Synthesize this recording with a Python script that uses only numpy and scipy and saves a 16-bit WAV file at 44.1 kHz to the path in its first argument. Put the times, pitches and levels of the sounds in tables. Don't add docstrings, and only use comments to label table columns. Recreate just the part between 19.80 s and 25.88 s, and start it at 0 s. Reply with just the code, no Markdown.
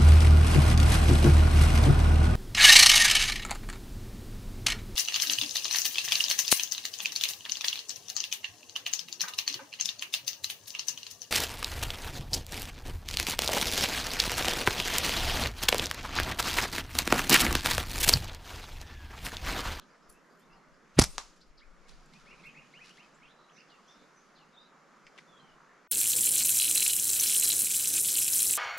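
import sys
import numpy as np
from scipy import signal
from scipy.fft import rfft, irfft, next_fast_len
from scipy.io import wavfile
from scipy.ndimage import uniform_filter1d, map_coordinates

SR = 44100
rng = np.random.default_rng(int(sys.argv[2]) if len(sys.argv) > 2 else 0)


def pcm_store(signal):
    levels = np.round(np.clip(np.atleast_2d(signal), -1, 1) * 32767)
    wavfile.write(sys.argv[1], SR, levels.astype(np.int16).T)


def level_to_linear(level):
    exponent = np.asarray(level, float) / 20
    return 10 ** exponent


N = 267951
T_S = np.arange(N) / SR
LET_GO_S, FORK_S, STRIKE_S = 1.166, 1.1888, 1.3814


def unit(x):
    return x / np.sqrt(np.mean(x ** 2) + 1e-20)


def along(points, hz):
    f, v = np.transpose(points)
    return np.interp(np.log(hz + 1), np.log(f + 1), v)


def wobble(rate_hz, count=N):
    knots = rng.standard_normal(int(count * rate_hz / SR) + 4)
    return map_coordinates(knots, [np.arange(count) * rate_hz / SR])


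def swells(rows):
    return sum(level_to_linear(db - 20 * np.maximum((s - T_S) / rise_s, (T_S - s) / fall_s))
               for s, db, rise_s, fall_s in rows)


def filtered(x, response):
    m = next_fast_len(N + 8192)
    return irfft(rfft(x, m) * response(np.fft.rfftfreq(m, 1 / SR)), m)[..., :N]


def add(track, s, sound):
    part = track[..., round(s * SR):][..., :sound.shape[-1]]
    part += sound[..., :part.shape[-1]]


def panned(x, pan_db):
    return x * level_to_linear([[pan_db / 2], [-pan_db / 2]])


def rush(spectrum, alike, patchy_db):
    z = signal.stft(rng.standard_normal((2, N + 512)), nperseg=512)[2]
    field = uniform_filter1d(rng.standard_normal(z.shape[1:]), 6, 0)
    field = uniform_filter1d(field, 14, 1)
    pair = signal.istft(z * level_to_linear(patchy_db * unit(field)), nperseg=512)[1][:, :N]

    def response(hz):
        turn = np.arccos(np.clip(along(alike, hz), -1, 1)) / 2
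        return level_to_linear(along(spectrum, hz)) * [np.cos(turn), np.sin(turn)]

    mid, side = filtered(pair, response)
    return unit(np.array([mid + side, mid - side]))


# f/Hz, t60/s
ECHO_T60 = [(200, 0.15), (600, 0.37), (3000, 0.42), (7000, 0.49), (12000, 0.24), (15000, .12)]


def grove(x, alike=.6, reach=1):
    hz, t, z = signal.stft(rng.standard_normal((2, SR)), SR, nperseg=128)
    decay = level_to_linear(-60 * t / along(ECHO_T60, hz)[:, None] / reach)
    mid, side = signal.istft(z * decay, SR, nperseg=128)[1]
    tail = np.array([mid + (1 - alike) * side, mid - (1 - alike) * side])
    tail /= np.linalg.norm(tail[0])
    return signal.fftconvolve(np.pad(x, (90, 0))[None], tail, axes=1)[:, :N]


def note(length_s, pitch, db, hoarse):
    u = np.linspace(0, 1, round(length_s * SR))
    path_hz = pitch(u)
    jitter = (.016 + .008 * hoarse * u ** 2) * wobble(190, count=len(u))
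    turn = 2 * np.pi * np.cumsum(path_hz * (1 + jitter)) / SR
    steep = path_hz[-1] > 1.3 * path_hz[0]
    tone = np.sin(turn) + .2 * steep * (1 - u) ** 3 * np.sin(2 * turn)
    flutter = unit(level_to_linear((2.2 + hoarse * u ** 2) * wobble(110, count=len(u))))
    shape = np.sin(np.pi * u ** .65) ** 0.42
    return panned(level_to_linear(db + 4.5) * flutter * shape * tone, rng.normal(-1, 1.5))


# t/s, length/s, start f/Hz, end f/Hz, level/dB
CHIRP_CALLS = [(4.58, .058, 3245, 2720, -68), (3.892, .07, 3595, 2744, -67.5),
               (2.502, .014, 1950, 2250, -64), (2.695, 0.013, 2390, 1900, -66),
               (0.7, .047, 2605, 2750, -66), (1.807, 0.034, 1638, 2470, -59),
               (2.045, 0.034, 1920, 2370, -71.5), (2.315, 0.036, 1692, 2295, -70.5),
               (2.339, 0.038, 2180, 2690, -63), (2.457, 0.095, 1634, 2783, -61.5),
               (2.501, 0.044, 2013, 2590, -60), (2.563, 0.06, 2192, 2590, -65),
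               (2.635, 0.067, 1997, 2814, -56), (2.643, 0.066, 1778, 2570, -56),
               (2.742, 0.072, 1668, 2799, -59), (2.765, 0.044, 1770, 2610, -59),
               (2.937, 0.055, 1996, 2970, -56.5), (2.987, 0.023, 1550, 2150, -61),
               (3.004, 0.038, 2250, 2620, -57), (2.597, 0.017, 2300, 2600, -63),
               (2.806, .022, 2000, 2500, -63.5), (3.222, 0.017, 2250, 2750, -65),
               (3.486, 0.0496, 3250, 3750, -71), (3.089, 0.031, 2070, 3170, -60.5),
               (3.13, 0.017, 2796, 2970, -74), (3.176, 0.061, 1620, 3005, -60.5),
               (3.232, 0.023, 2785, 2460, -65.5), (3.419, 0.042, 2094, 2683, -60.5),
               (3.767, 0.045, 1988, 3073, -62), (3.799, .024, 2150, 2800, -62),
               (4.076, 0.075, 3154, 3584, -66), (4.764, 0.076, 3397, 3817, -62.5)]
# t/s, length/s, start f/Hz, end f/Hz, level/dB
GLIDE_CALLS = [(0.599, .06, 3000, 3800, -77), (2.111, 0.036, 2750, 5180, -70),
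               (4.555, .032, 4500, 3180, -71), (2.452, .014, 2690, 3400, -72.5),
               (2.488, 0.026, 5150, 5650, -74), (2.575, 0.015, 4400, 3700, -73),
               (2.627, .02, 3600, 4710, -71), (3.763, 0.011, 3400, 4286, -70),
               (2.526, 0.028, 1950, 2480, -62), (2.636, 0.014, 3250, 3780, -66),
               (2.916, 0.036, 2310, 5100, -69), (3.045, 0.017, 2560, 3030, -63.5),
               (3.035, .015, 1810, 2200, -66), (3.164, 0.024, 2510, 4190, -69),
               (3.43, 0.013, 2690, 3450, -66.5), (3.453, 0.01, 2803, 3700, -68),
               (3.457, .02, 2140, 2590, -65.5), (3.475, 0.01396, 2530, 3580, -65),
               (3.687, 0.02, 2190, 3330, -66.5), (3.713, 0.018, 2192, 3335, -74),
               (3.952, .015, 2270, 2900, -70), (5.475, 0.28, 3623, 2920, -68),
               (5.568, 0.075, 3700, 4340, -75.5)]
# t/s, length/s, f/Hz, level/dB
PIPE_CALLS = [
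    (0.341, 0.043, 2577, -71),
    (0.763, .025, 4270, -76),
    (3.496, 0.033, 3880, -70),
    (3.54, .16, 3910, -78.5),
    (3.723, 0.07, 6048, -72.5),
    (4.149, .1, 3570, -77.5),
    (4.831, 0.057, 3890, -72),
    (4.362, 0.038, 6030, -68),
    (4.73, 0.035, 3750, -71),
    (5.883, 0.0455, 1801, -66),
]
# t/s, length/s, start f/Hz, end f/Hz, level/dB
BUZZ_CALLS = [(0.0, 0.052, 3070, 3050, -71), (0.0, .05, 4000, 4200, -75), (.49, 0.066, 4600, 4900, -77),
              (4.401, 0.048, 6420, 6300, -77.5), (4.793, 0.075, 4800, 4700, -77.5),
              (4.14, 0.14, 3870, 3820, -75), (3.559, 0.15, 3950, 3945, -78),
              (0.085, 0.055, 4700, 4906, -79), (0.218, 0.07, 5273, 5000, -76.5),
              (0.707, 0.067, 5080, 4950, -75.5), (0.917, .062, 4820, 5000, -78),
              (1.604, 0.0384, 4500, 4770, -58.5), (1.773, 0.048, 4500, 4210, -60),
              (3.341, .024, 6900, 7800, -71), (3.74, 0.096, 5740, 4660, -69.5),
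              (3.879, 0.063, 4664, 4000, -69.5), (4.069, .11, 5810, 5340, -68),
              (4.543, 0.1, 4920, 3940, -72.5), (5.241, 0.065, 4875, 4850, -74.5),
              (5.69, 0.045, 4850, 4900, -75.5), (4.565, .07, 4000, 3100, -73),
              (3.895, .07, 3900, 3100, -76), (2.72, .03, 2550, 2500, -70), (2.835, .05, 2600, 2500, -72)]
# delay/s, level/dB
TRUNK_ECHOES = [
    (.011, -15.5),
    (.022, -13.5),
]
CLIMB_S = 0.018
SPREAD_HZ, WIDENS_HZ_PER_DB = 220, 23.5


def birds():
    out = np.zeros((2, N))
    for s, length_s, start_hz, end_hz, db in CHIRP_CALLS:
        def climb(u):
            done = np.expm1(-u * length_s / CLIMB_S) / np.expm1(-length_s / CLIMB_S)
            return start_hz + (end_hz - start_hz) * done
        add(out, s, note(length_s, climb, db, hoarse=4.5))
    pipes = [(s, length_s, hz, hz, db) for s, length_s, hz, db in PIPE_CALLS]
    for s, length_s, start_hz, end_hz, db in GLIDE_CALLS + pipes:
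        def glide(u):
            return start_hz + (end_hz - start_hz) * u / (u + .6 * (1 - u))
        add(out, s, note(length_s, glide, db, hoarse=3.5))
    for s, length_s, start_hz, end_hz, db in BUZZ_CALLS:
        u = np.linspace(0, 1, round(length_s * SR))
        spread_hz = SPREAD_HZ + WIDENS_HZ_PER_DB * (db + 79.0)
        hz = start_hz + (end_hz - start_hz) * u + spread_hz * wobble(1500, count=len(u))
        shape = (1 - np.exp(-u / 0.2)) * (1 - u) ** 0.85 * level_to_linear(3.4 * wobble(200, count=len(u)))
        buzz = shape * np.sin(2 * np.pi * np.cumsum(hz) / SR)
        add(out, s, panned(level_to_linear(db + 8.5) * buzz, rng.normal(-1, 2.2)))
    out += sum(level_to_linear(db) * np.roll(out[::-1], round(delay_s * SR), axis=1) for delay_s, db in TRUNK_ECHOES)
    near = level_to_linear(-8) * grove(out[0], alike=.5, reach=.14)
    return level_to_linear(-1.0) * out + near + level_to_linear(-10.5) * grove(out[1], alike=.5)


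# f/Hz, level/dB per Hz
DRONE_SPECTRUM = [(47, -43.5), (80, -16), (118, -23.5), (133, -9), (157, 3.5), (248, 0.5), (600, -4.5),
                  (780, -32), (1320, -120)]
HUM_SPECTRUM = [(210, -33), (350, -7), (661, -5), (849, -5), (1250, -0.5), (2250, -10.5), (2500, -16.5),
                (2750, -19.5), (3500, -25), (4550, -53.5), (7700, -120)]
HISS_SPECTRUM = [(1470, -32.5), (2500, -5), (3350, -8), (5130, -6.5), (6980, -8), (8230, -18), (11900, -23),
                 (13400, -32.5), (14200, -62), (15500, -120)]
EXHAUST_SPECTRUM = [(50, -48.5), (85, -17.5), (102, -21.5), (150, 2.5), (194, -5), (260, -7), (340, -37),
                    (570, -120)]
# f/Hz, level/dB per Hz
TIP_SPECTRUM = [(2500, -30), (5000, -4), (8500, 0), (11500, -4), (13500, -14), (15000, -34), (16000, -80)]
# f/Hz, level/dB per Hz
PORT_SPECTRUM = [(8, -6), (22, 2), (45, -8), (60, -19), (75, -38), (130, -58), (400, -120)]
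# f/Hz, likeness/1
LIKENESS = [(60, 0.53), (180, 0.82), (550, 0.77), (1650, 0.84), (4970, 0.81), (15000, 0.31)]
# f/Hz, level/dB
STEREO_LEAN = [(60, -2), (240, -3), (950, -0.5), (3770, 0), (15000, 3.5)]
# t/s, level/dB
BREEZE_HISS = [
    (0, -76),
    (1.06, -79.5),
    (1.81, -77.5),
    (2.25, -74),
    (3.09, -73.5),
    (3.55, -77.5),
    (4.06, -75),
    (4.82, -78.5),
    (5.43, -75.5),
    (6.08, -79),
]
# peak t/s, level/dB, rise/s, fall/s
LEAF_SHAKE = [
    (1.33, -56.5, 0.17, 0.31),
]
MOTOR_REVS = [
    (0.0, -72, .2, 0.14),
    (.8, -75.5, 1.5, 1.23),
    (2.35, -64.5, .2, 0.87),
    (2.76, -69, .8, 0.93),
    (5.65, -68, 0.48, .4),
]
BAND_FLAP = [
    (1.255, -49.5, .06, 0.083),
]
TIP_RATTLE = [
    (1.2, -43.5, .02, 0.078),
    (1.3, -58.5, .06, .12),
    (1.4, -60, .015, 0.099),
]
PORT_PUFFS = [(0.0, -65.5, .1, 0.104), (.364, -67, 0.37, 0.077), (.642, -70, .055, 0.38),
              (.95, -66, 0.21, 0.22), (1.27, -39, .07, 0.21), (1.71, -50, 0.12, 0.28),
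              (1.91, -62, .09, 0.11), (2.05, -61, 0.36, 0.26), (2.14, -55, 0.079, 0.2),
              (2.31, -64.5, 0.28, 0.089), (2.67, -66.5, 1.1, 0.054), (2.77, -70, 0.11, 0.44),
              (3.48, -70.5, 0.217, 0.11), (4.19, -69, .06, 0.1), (5.3, -82, .8, .5)]
DRONE_DB, HUM_DB, HUM_NEARS_DB_PER_S, IDLE_DB = -67.5, -64, 0.36, -81
DRONE_FOLLOWS = .3


def air():
    hiss_db = np.interp(T_S, *np.transpose(BREEZE_HISS))
    shaken = swells(LEAF_SHAKE) * level_to_linear(3.1 * wobble(90))
    drone_gain = level_to_linear(DRONE_DB + DRONE_FOLLOWS * (hiss_db + 77.5) + wobble(2.954)) + .6 * shaken
    far = drone_gain * rush(DRONE_SPECTRUM, LIKENESS, patchy_db=1.5)
    motor_gain = (swells(MOTOR_REVS + BAND_FLAP) + level_to_linear(IDLE_DB)) * level_to_linear(1.5 * wobble(8.4) - 2.5)
    far += motor_gain * rush(EXHAUST_SPECTRUM, LIKENESS, patchy_db=1.5)
    hum_gain = level_to_linear(HUM_DB + HUM_NEARS_DB_PER_S * T_S + 0.37 * wobble(1.5))
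    far += hum_gain * rush(HUM_SPECTRUM, LIKENESS, patchy_db=1.6)
    hiss_gain = level_to_linear(hiss_db + 3.5 + 0.725 * wobble(2.5)) + shaken
    far += hiss_gain * rush(HISS_SPECTRUM, LIKENESS, patchy_db=1.0)
    rattle_gain = swells(TIP_RATTLE) * level_to_linear(2 * wobble(150))
    far += rattle_gain * rush(TIP_SPECTRUM, [(1000, .6)], patchy_db=3.5)
    far = filtered(far, lambda hz: level_to_linear(along(STEREO_LEAN, hz) / 2 * [[1], [-1]]))

    lumps = level_to_linear(2.8 * np.array([wobble(18), wobble(10)])) * level_to_linear([[2], [-2]])
    slow_air = unit(lumps * rush(PORT_SPECTRUM, [(30, 0.32)], patchy_db=2.0))
    return far + (level_to_linear(1.0) * swells(PORT_PUFFS) + level_to_linear(-83)) * slow_air


# peak t/s, level/dB, rise/s, fall/s, nylon share/1
ARM_STROKES = [(.297, -61.5, .008, 0.063, 0.98), (.5, -88, 0.36, 0.81, 0.97), (.595, -71, .012, 0.059, 0.9),
               (2.087, -66.5, 0.019, 0.14, 0.08), (2.336, -77.5, 0.0095, 0.26, 0.1),
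               (2.62, -78.5, 0.57, 0.26, .05), (2.664, -71, 0.031, 0.044, 0.84),
               (3.06, -72.5, 0.047, 0.24, 0), (3.04, -81, 0.232, 0.88, 0.1), (4.112, -93.5, 0.16, 0.13, 0),
               (5.39, -72, .04, 0.07, 0.01)]
# f/Hz, level/dB per Hz
CLOTH_SPECTRUM = [(400, -22), (1200, -3), (3000, -0.5), (5500, -0.5), (8000, -11.5), (11000, -16.5),
                  (13500, -39), (16000, -55)]
# f/Hz, level/dB per Hz
NYLON_SPECTRUM = [(2000, -39.5), (4500, -5), (8000, 0), (12000, -0.5), (15000, -14), (16500, -39)]


def sleeve():
    grain = unit(level_to_linear(2.5 * wobble(300) + 1.7 * wobble(40)))
    rub_gain = sum((1 - share) * swells([stroke]) for *stroke, share in ARM_STROKES)
    slide_gain = sum(share * swells([stroke]) for *stroke, share in ARM_STROKES)
    rub = level_to_linear(10.0) * rub_gain * rush(CLOTH_SPECTRUM, [(1000, 0.73)], patchy_db=1.0)
    slide = level_to_linear(2.5) * slide_gain * rush(NYLON_SPECTRUM, [(1000, 0.7)], patchy_db=3.5)
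    return grain * (rub + slide)


# t/s, level/dB, f/Hz, pan/dB
TWIG_TICKS = [(1.311, -45, 8180, 2), (1.331, -48, 7500, -3), (1.345, -42, 6000, 0), (1.362, -44, 6500, -7),
              (1.16, -61.5, 9500, 0), (1.563, -54, 5800, -3), (1.606, -58, 7200, -2.5),
              (1.613, -58, 7930, 0), (2.039, -66, 3990, -4), (2.0857, -53, 6040, 6), (2.26, -56, 7300, 0),
              (2.3368, -44.5, 3940, -4), (3.056, -53, 6010, 0), (5.2674, -37.5, 2246, 0),
              (5.279, -50.5, 2520, 3), (5.3696, -58, 1494, 3), (5.378, -44, 2810, 12),
              (5.3853, -37, 2039, 10.5), (5.388, -45, 3475, -11)]


def twigs():
    out, t = np.zeros((2, N)), np.arange(SR // 100) / SR
    shape = np.exp(-t / 0.00041) * (1 - np.exp(-t / 0.000087))
    for s, db, hz, pan_db in TWIG_TICKS:
        tick = (np.sin(2 * np.pi * hz * t) + 0.795 * rng.standard_normal(len(t))) * shape
        band = signal.butter(5, [hz / 3, 1.3 * hz + 3500], "band", fs=SR, output="sos")
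        add(out, s, panned(level_to_linear(db + 2.5) * signal.sosfilt(band, tick), pan_db))
    near = level_to_linear(-2.5) * grove(out[0], alike=0.67, reach=0.072)
    return out + near + level_to_linear(-25) * grove(out[0], alike=0.37)


# hiss level/dB, flutter level/dB, f/Hz, end f/Hz, edge f/Hz, end edge f/Hz
BAND_RUSH = (-31.5, -12.5, 97, 262.5, 1199, 9000)


def whip():
    hiss_db, flutter_db, hz, end_hz, edge_hz, end_edge_hz = BAND_RUSH
    u = np.linspace(0, 1, round((FORK_S - LET_GO_S) * SR))
    turn = 2 * np.pi * np.cumsum(hz + (end_hz - hz) * u ** 4) / SR
    flutter = np.cos(turn) * np.sin(np.pi * u) ** 0.4

    def hiss(top_hz):
        band = signal.butter(4, [500, top_hz], "band", fs=SR, output="sos")
        return unit(signal.sosfilt(band, rng.standard_normal(len(u))))

    opening = hiss(edge_hz * 3) + u ** 5 * hiss(end_edge_hz)
    rise_db = -30 * (1 - u)
    out = np.zeros(N)
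    add(out, LET_GO_S, level_to_linear(flutter_db + rise_db) * flutter + level_to_linear(hiss_db + rise_db) * opening)
    return panned(out, -1)


# t/s,
# length/s, level/dB, f/Hz
FOLD_SLAPS = [(1.1836, .001, -29, 2000), (1.1853, .0016, -30.5, 3800), (1.189, .001, -18, 4500),
              (1.1902, .0012, -15.5, 9900), (1.1905, .0008, -18, 5000), (1.1914, .0005, -16.5, 5500),
              (1.1923, .0016, -21, 6000), (1.194, .0008, -17, 3280), (1.1946, .0016, -19, 7500),
              (1.1958, .0008, -13.5, 4140), (1.1959, .0012, -15.5, 10500), (1.1969, .0011, -18.5, 7860),
              (1.198, .018, -41, 5000), (1.199, .0012, -26.5, 6000), (1.2, .002, -30, 8000),
              (1.2027, .0008, -30, 5500), (1.2044, .0007, -33.5, 2013), (1.2135, .001, -29, 3300),
              (1.216, .0022, -23, 5200), (1.208, .01, -35.5, 4500), (1.242, .009, -39, 5000),
              (1.2174, .0008, -24.5, 8000), (1.2185, .0008, -23, 3294), (1.2196, .0011, -21, 7040),
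              (1.2206, .002, -28, 5993), (1.2227, .001, -20.5, 5004), (1.2232, .001, -27.5, 12000),
              (1.2247, .0009, -25, 4992), (1.2264, .0008, -30, 4799), (1.2285, .001, -30.5, 2800),
              (1.229, .007, -39, 5010), (1.2353, .004, -32, 6990), (1.2383, .002, -26.5, 5990),
              (1.2404, .0013, -24, 6000), (1.2409, .002, -28, 11070), (1.242, .037, -46.5, 6040),
              (1.2484, .001, -37, 4970), (1.2523, .0008, -37.5, 4500), (1.272, .1, -59, 8850)]
# f/Hz, level/dB per Hz
RUBBER_SPECTRUM = [(220, -35.5), (380, -16.5), (637, -4), (1190, -1), (1330, -6.5), (2490, -7.5),
                   (2820, -13.5), (5350, -7), (6660, -10.5), (10700, -10.5), (16000, -38.5)]
# t/s, level/dB, slack/s
AIR_PUSHES = [
    (1.1891, -2, .00125),
    (1.1966, -20, .0015),
    (1.204, -34, .003),
    (1.2125, -30, .002),
    (1.218, -14, .006),
    (1.2275, -25, .003),
]
# t/s, level/dB, f/Hz, decay/s
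HAND_RECOIL = (1.194, -15, 52, .022)
FOLD_Q, FOLD_DB = 3, 10


def bands():
    spiky = rng.standard_normal((2, N)) * level_to_linear(2.5 * np.clip(wobble(3000), -3, 1.7))
    grain = filtered(spiky[0] + .2 * spiky[1] * [[1], [-1]], lambda hz: level_to_linear(along(RUBBER_SPECTRUM, hz)))
    crackle, push, t = np.zeros((2, N)), np.zeros((2, N)), np.arange(SR // 10) / SR
    grid_hz = np.linspace(0, SR / 2, 48)
    for s, length_s, db, hz in FOLD_SLAPS:
        n = round(length_s * SR)
        burst = np.sin(np.pi * np.arange(n) / n) ** 0.7 * grain[:, round(s * SR):][:, :n]
        dulling = 1 / (1 + (grid_hz / hz / 2.5) ** 4)
        ring = level_to_linear(FOLD_DB) / (1 + (2 * FOLD_Q * (grid_hz / hz - 1)) ** 2)
        fold = signal.firwin2(65, grid_hz, dulling + ring, fs=SR)
        slap = signal.fftconvolve(burst, fold[None], axes=1)
        slap *= level_to_linear(db) * np.sqrt(2 * n) / np.linalg.norm(slap)
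        add(crackle, s - 32 / SR, slap)
    for s, db, slack_s in AIR_PUSHES:
        swing = -np.sin(5.8 * np.log(1 + t / (slack_s * np.array([[.96], [1.04]]))))
        shape = (1 - np.exp(-t / 0.00068)) * np.exp(-t / 0.011) / (1 + (t / (0.0037 + slack_s)) ** 4)
        add(push, s, level_to_linear(db) * swing * shape)
    s, db, hz, decay_s = HAND_RECOIL
    add(push, s, level_to_linear(db) * np.sin(2 * np.pi * hz * t) * np.exp(-t / decay_s))
    echo = level_to_linear(-22.0) * grove(crackle[0] + 0.52 * push[0], alike=0.42)
    return crackle + panned(push, -2) + echo


# f/Hz, width/Hz, level/dB
STEM_MODES = [(210, 190, -13), (407, 390, -7.5), (1050, 380, 4.5), (4500, 2900, -2), (6940, 2000, -0.5),
              (11100, 3000, -20)]
PELLET_LEVELS = (3.5, 1.5, -7.5, -13)


def pellet():
    blow_db, pan_db, near_db, far_db = PELLET_LEVELS
    blow = np.zeros(N)
    add(blow, STRIKE_S, level_to_linear(blow_db) * np.array([-0.33, -1.19, -0.37, 0.72, -0.3]))

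    def wood(f):
        modes = sum((-1) ** k * level_to_linear(db) * 1j * f * width_hz / (hz * hz - f * f + 1j * f * width_hz)
                    for k, (hz, width_hz, db) in enumerate(STEM_MODES))
        return modes / (1 + 1j * f / 11000) ** 3

    crack = filtered(blow, wood)
    near = level_to_linear(near_db) * grove(crack, alike=0.34, reach=0.29)
    return panned(crack, pan_db) + near + level_to_linear(far_db) * grove(crack, alike=0.63)


def scene():
    return birds() + air() + sleeve() + twigs() + whip() + bands() + pellet()


def roll_off(x):
    return signal.sosfilt(signal.butter(12, 16290, fs=SR, output="sos"), x)


DUCK_DB, WAIT_S, DUCK_S, HOLD_S, RECOVER_S = -4, .03, .1, 0.46, 0.35
TOP_HZ, CEILING = 15600, .98


def record(dry):
    turns_s = np.cumsum([WAIT_S, DUCK_S, HOLD_S, RECOVER_S])
    ducked = dry * level_to_linear(DUCK_DB * np.interp(T_S - FORK_S, turns_s, [0, 1, 1, 0]))
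    held = ducked / (1 + np.abs(ducked / CEILING) ** 6) ** (1 / 6)
    held = filtered(held, lambda hz: 1 / np.sqrt(1 + (hz / TOP_HZ) ** 60))
    return roll_off(held)


dry = scene()
out = record(dry)
pcm_store(out)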